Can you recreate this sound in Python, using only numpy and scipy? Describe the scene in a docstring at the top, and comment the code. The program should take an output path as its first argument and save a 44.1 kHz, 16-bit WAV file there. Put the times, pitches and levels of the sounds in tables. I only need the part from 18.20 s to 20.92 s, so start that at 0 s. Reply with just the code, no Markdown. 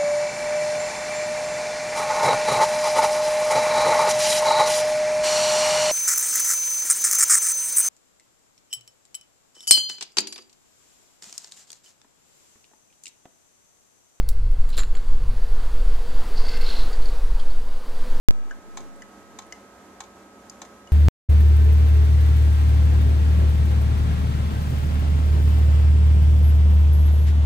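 """Dripping faucet in a quiet kitchen

A stereo microphone at a steel sink switches on with a pop just after the start. Each drop taps the basin
and a tiny droplet follows it. At a pace of their own, drips fall down the drain and plink, most trapping
a bubble. Behind them an appliance hums in the small room."""
import sys
import numpy as np
from scipy import signal
from scipy.fft import rfft, irfft
from scipy.io import wavfile
from scipy.ndimage import uniform_filter1d

SR = 44100
rng = np.random.default_rng(int(sys.argv[2]) if len(sys.argv) > 2 else 0)


def persist_wave(psi):
    """Save psi, clipped to +-1, as 16-bit WAV."""
    counts = np.round(np.clip(psi, -1, 1) * 32767).astype(np.int16)
    wavfile.write(sys.argv[1], SR, np.atleast_2d(counts).T)


N = 119952
t = np.arange(N) / SR
LEFT_RIGHT = np.array([[.5], [-.5]])  # splits a lag or level difference between the microphone's ports


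def undb(db):
    """Decibels to gain."""
    return 10 ** (np.asarray(db) / 20)


def noise(spectrum):
    """Noise of rms 1, shaped by (Hz, dB) points."""
    hz, db = np.array(spectrum).T
    bins_hz = np.maximum(np.fft.rfftfreq(N, 1 / SR), 1)
    shape = undb(np.interp(np.log(bins_hz), np.log(hz), db))
    shaped = irfft(rfft(rng.standard_normal(N)) * shape, N)
    return shaped / shaped.std()


def wander(rate_hz):
    """A smooth random curve with a spread of 1."""
    jagged = np.interp(t * rate_hz, np.arange(256), rng.standard_normal(256))
    smooth = uniform_filter1d(jagged, int(SR / rate_hz))
    return smooth / smooth.std()


def fade(t60_s):
    """Exponential decay, 60 dB down after t60_s."""
    return np.exp(-np.log(1000) * t / t60_s)


def rise(attack_s):
    """An onset that builds up over the attack time."""
    return 1 - np.exp(-t / attack_s)


def delay(sound, seconds):
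    """The same stereo sound, starting later."""
    return np.pad(sound, ((0, 0), (int(seconds * SR), 0)))[:, :N]


def ring(modes, max_lag_s):
    """Decaying modes of alternating sign; each reaches the two ports from its own direction."""
    out = 0
    directions = rng.uniform(-1, 1, len(modes))
    for k, (hz, db, t60_s) in enumerate(modes):
        age = t + directions[k] * max_lag_s * LEFT_RIGHT
        out += (-1) ** k * undb(db) * fade(t60_s) * np.sin(2 * np.pi * hz * age)
    return out


def burst(spectrum, t60_s):
    """Dying noise at both ports, alike in the bass."""
    mid, side = noise(spectrum), noise(spectrum)
    side = signal.sosfilt(signal.butter(1, 1500, "high", fs=SR, output="sos"), side)
    return np.array([mid + side, mid - side]) * fade(t60_s) / np.sqrt(2)


# The appliance's hum, plus the air in the basin ringing faintly at 1599, 1917 and 2079 Hz.
# Each row: frequency in Hz, rms level in dB.
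STEADY_TONES = [(59.5, -71), (199, -61.5), (437, -68), (559.5, -62.5), (700, -70), (1087, -81.5),
                (1278, -58.5), (1599, -68), (1917, -72.5), (2079, -79)]
# Fan noise and hiss, shared by the ports (mid) and opposed between them (side).
# Each row: frequency in Hz, relative density in dB.
FAN_MID = [(25, -31), (55, -3.5), (95, -2.5), (150, -9.5), (200, 3.5), (320, 3.5), (500, -2), (780, -2),
           (1300, -7.5), (2000, -13), (2800, -18.5), (5000, -23.5), (6800, -20), (9000, -26), (14000, -32)]
FAN_SIDE = [(25, -26), (90, -4), (150, -7), (210, -1.5), (700, -4), (1400, -1.5), (2000, -6), (2800, -11.5),
            (5000, -12.5), (6800, -10), (9000, -16.5), (14000, -22.5)]


def room_tone(pan_db=-1.74, lag_s=.0001, flutter_db=.84, waver_db=.8, drift_hz=.6):
    """A little to the right, the appliance's hum and faint basin air tones waver over fan noise and hiss."""
    mid = undb(-50 + flutter_db * wander(14)) * noise(FAN_MID)
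    side = undb(-58) * noise(FAN_SIDE)
    out = np.array([mid + side, mid - side])
    port_time = np.array([t + lag_s, t])
    for hz, db in STEADY_TONES:
        drift = drift_hz * np.cumsum(wander(5.04)) / SR
        cycles = hz * port_time + drift + rng.random()
        amplitude = np.sqrt(2) * undb(db + waver_db * wander(7.1))
        out += amplitude * np.sin(2 * np.pi * cycles)
    return out * undb(pan_db * LEFT_RIGHT)


def kitchen(direct, reverb_db=-12, top_hz=7200):
    """The small room adds a short, soft reverberation behind the direct sound."""
    tail = rng.standard_normal((2, N)) * fade(t60_s=.2) * rise(attack_s=.016)
    tail /= np.sqrt(np.sum(tail ** 2, axis=1, keepdims=True))
    tail = signal.sosfilt(signal.butter(1, top_hz, fs=SR, output="sos"), tail)
    return direct + undb(reverb_db) * signal.fftconvolve(direct, tail, axes=1)[:, :N]


def switch_on_pop(on_s, open_s, sag_s=.048, coupling_hz=1.15, damping=1.15):
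    """A voltage step starts with a crack, sags, ends, and settles through the microphone's coupling."""
    sag = np.exp(-np.maximum(t - on_s, 0) / sag_s)
    step = undb(-3.5) * sag * (t >= on_s) * (t < open_s)
    omega = 2 * np.pi * coupling_hz
    highpass = signal.bilinear([1, 0, 0], [1, damping * omega, omega ** 2], SR)
    pop = signal.lfilter(*highpass, step)
    crack = undb(-17) * rng.standard_normal((2, N)) * fade(t60_s=.0028)
    snap = undb(-9.5) * np.exp(-t / .00004)
    opposed_pop = np.array([pop, -undb(.2) * pop])
    return opposed_pop + delay(crack - snap, on_s)


# Stray spray in the sink. Each row: start in seconds, band centre in Hz, level in dB.
SPECKS = [(0.419, 6450, -58), (.7596, 8460, -52), (1.265, 9350, -53.5)]


def spray(relative_width=.17):
    """Specks of spray land with faint, high ticks."""
    out = 0
    edge = 1 + relative_width / 2
    for start_s, hz, db in SPECKS:
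        band = signal.butter(2, [hz / edge, hz * edge], "band", fs=SR, output="sos")
        fizz = signal.sosfilt(band, rng.standard_normal((2, N)))
        tick = fizz / fizz.std() * fade(t60_s=.036) * rise(attack_s=.0007)
        out += delay(undb(db) * tick, start_s)
    return out


def bubble(hz, basin_air, lag_s, glide_per_s=3):
    """A trapped bubble rings briefly, rising in pitch, and sets the air in the basin ringing."""
    age = t + lag_s * LEFT_RIGHT
    cycles = hz * (age + glide_per_s * age ** 2 / 2)
    tone = np.sin(2 * np.pi * cycles) * rise(attack_s=.0004) * fade(t60_s=.024)
    return tone + signal.fftconvolve(tone, basin_air, axes=1)[:, :N]


# Modes of the drain and of the air in the basin.
# Each row: frequency in Hz, gain in dB, time to fall 60 dB in seconds.
DRAIN_MODES = [(4650, -47, .017), (5080, -47, .015), (5630, -51, .022), (6260, -38, .027), (7030, -47, .02),
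               (7190, -39.5, .026), (7620, -52, .022), (8750, -51, .02)]
BASIN_AIR_MODES = [(1520, -43, .08), (1610, -50, .06), (1755, -38, .06), (1950, -52, .04),
                   (2090, -50, .045), (2950, -19, .03)]
# The tick of a drip on water. Each row: frequency in Hz, relative density in dB.
TICK_SPECTRUM = [(500, -10), (1800, -27), (3500, -14.5), (5000, 13), (7200, 7.5), (10000, -10),
                 (14000, -11)]
# Drips down the drain. Each row: start in seconds, tick gain in dB, bubble pitch in Hz, its gain in dB.
DRAIN_DRIPS = [(0.3103, -7.5, 1590, -24.5), (0.8204, -5.5, 1920, -27.5), (1.3239, 3, 2060, -23),
               (2.2972, 3, 2000, -70), (2.6725, -15, 2850, -55.5)]


def drain_plinks(pan_db=1.2, bubble_lag_s=.00007):
    """Just left of centre, drips tick on the water in the drain, ring its cavity and trap bubbles."""
    cavity = ring(DRAIN_MODES, max_lag_s=.00004)
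    basin_air = ring(BASIN_AIR_MODES, bubble_lag_s)
    out = 0
    for start_s, tick_db, hz, bubble_db in DRAIN_DRIPS:
        impact = undb(-39) * burst(TICK_SPECTRUM, t60_s=.024)
        tick = undb(tick_db) * (cavity + impact) * rise(attack_s=.0003)
        plink = undb(bubble_db) * bubble(hz, basin_air, bubble_lag_s)
        out += delay(tick + plink, start_s)
    return out * undb(pan_db * LEFT_RIGHT)


# Modes of the steel basin. Each row: frequency in Hz, gain in dB, time to fall 60 dB in seconds.
STEEL_MODES = [(700, -45, .1), (795, -41, .11), (890, -45, .1), (1060, -44, .11), (1320, -47, .08),
               (1770, -52, .08), (2265, -46, .06), (3190, -47, .05), (3560, -44, .06), (3890, -46, .05),
               (4050, -45, .06), (6120, -38, .035), (6280, -38, .035), (6600, -43, .035), (7290, -37, .035),
               (7850, -44, .04)]
# The splash and the basin's dense ringing. 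Each row: frequency in Hz, relative density in dB.
SPLASH_SPECTRUM = [(300, -8), (750, 3.5), (1300, 7), (2700, -3), (3600, -2), (4500, 0.5), (5700, -4.5),
                   (6500, 5.5), (8000, -12.5), (10000, -13), (14000, -24)]
# Drops from the faucet onto the steel. Each row: start in seconds, gain in dB.
FAUCET_DROPS = [(.5714, 1.3), (1.1875, -.4), (1.8041, .2), (2.4167, -1)]


def steel_taps(droplet_after_s=.033, droplet_db=-13):
    """Straight ahead, drops hit one spot and ring the basin alike; each splashes and a droplet follows."""
    steel = ring(STEEL_MODES, max_lag_s=.000044)
    steel += undb(-35) * burst(SPLASH_SPECTRUM, t60_s=.048)  # dense ringing
    out = 0
    for start_s, db in FAUCET_DROPS:
        for hit_s, hit_db in (start_s, db), (start_s + droplet_after_s, db + droplet_db):
            splash = undb(-37) * burst(SPLASH_SPECTRUM, t60_s=.048)
            tap = (steel + splash) * rise(attack_s=.0007)
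            out += undb(hit_db) * delay(tap, hit_s)
    return out


def scene():
    """The sink in the foreground with the kitchen around it, over the steady room tone."""
    return kitchen(steel_taps() + drain_plinks() + spray()) + room_tone()


def record(dry):
    """The microphone pops on, then lets the kitchen through; the highest treble is cut."""
    on_s, open_s, top_hz = .08618, .10882, 14400
    live = dry * (t >= open_s) + switch_on_pop(on_s, open_s)
    return signal.sosfilt(signal.ellip(8, .2, 70, top_hz, fs=SR, output="sos"), live)


dry = scene()
out = record(dry)
persist_wave(out)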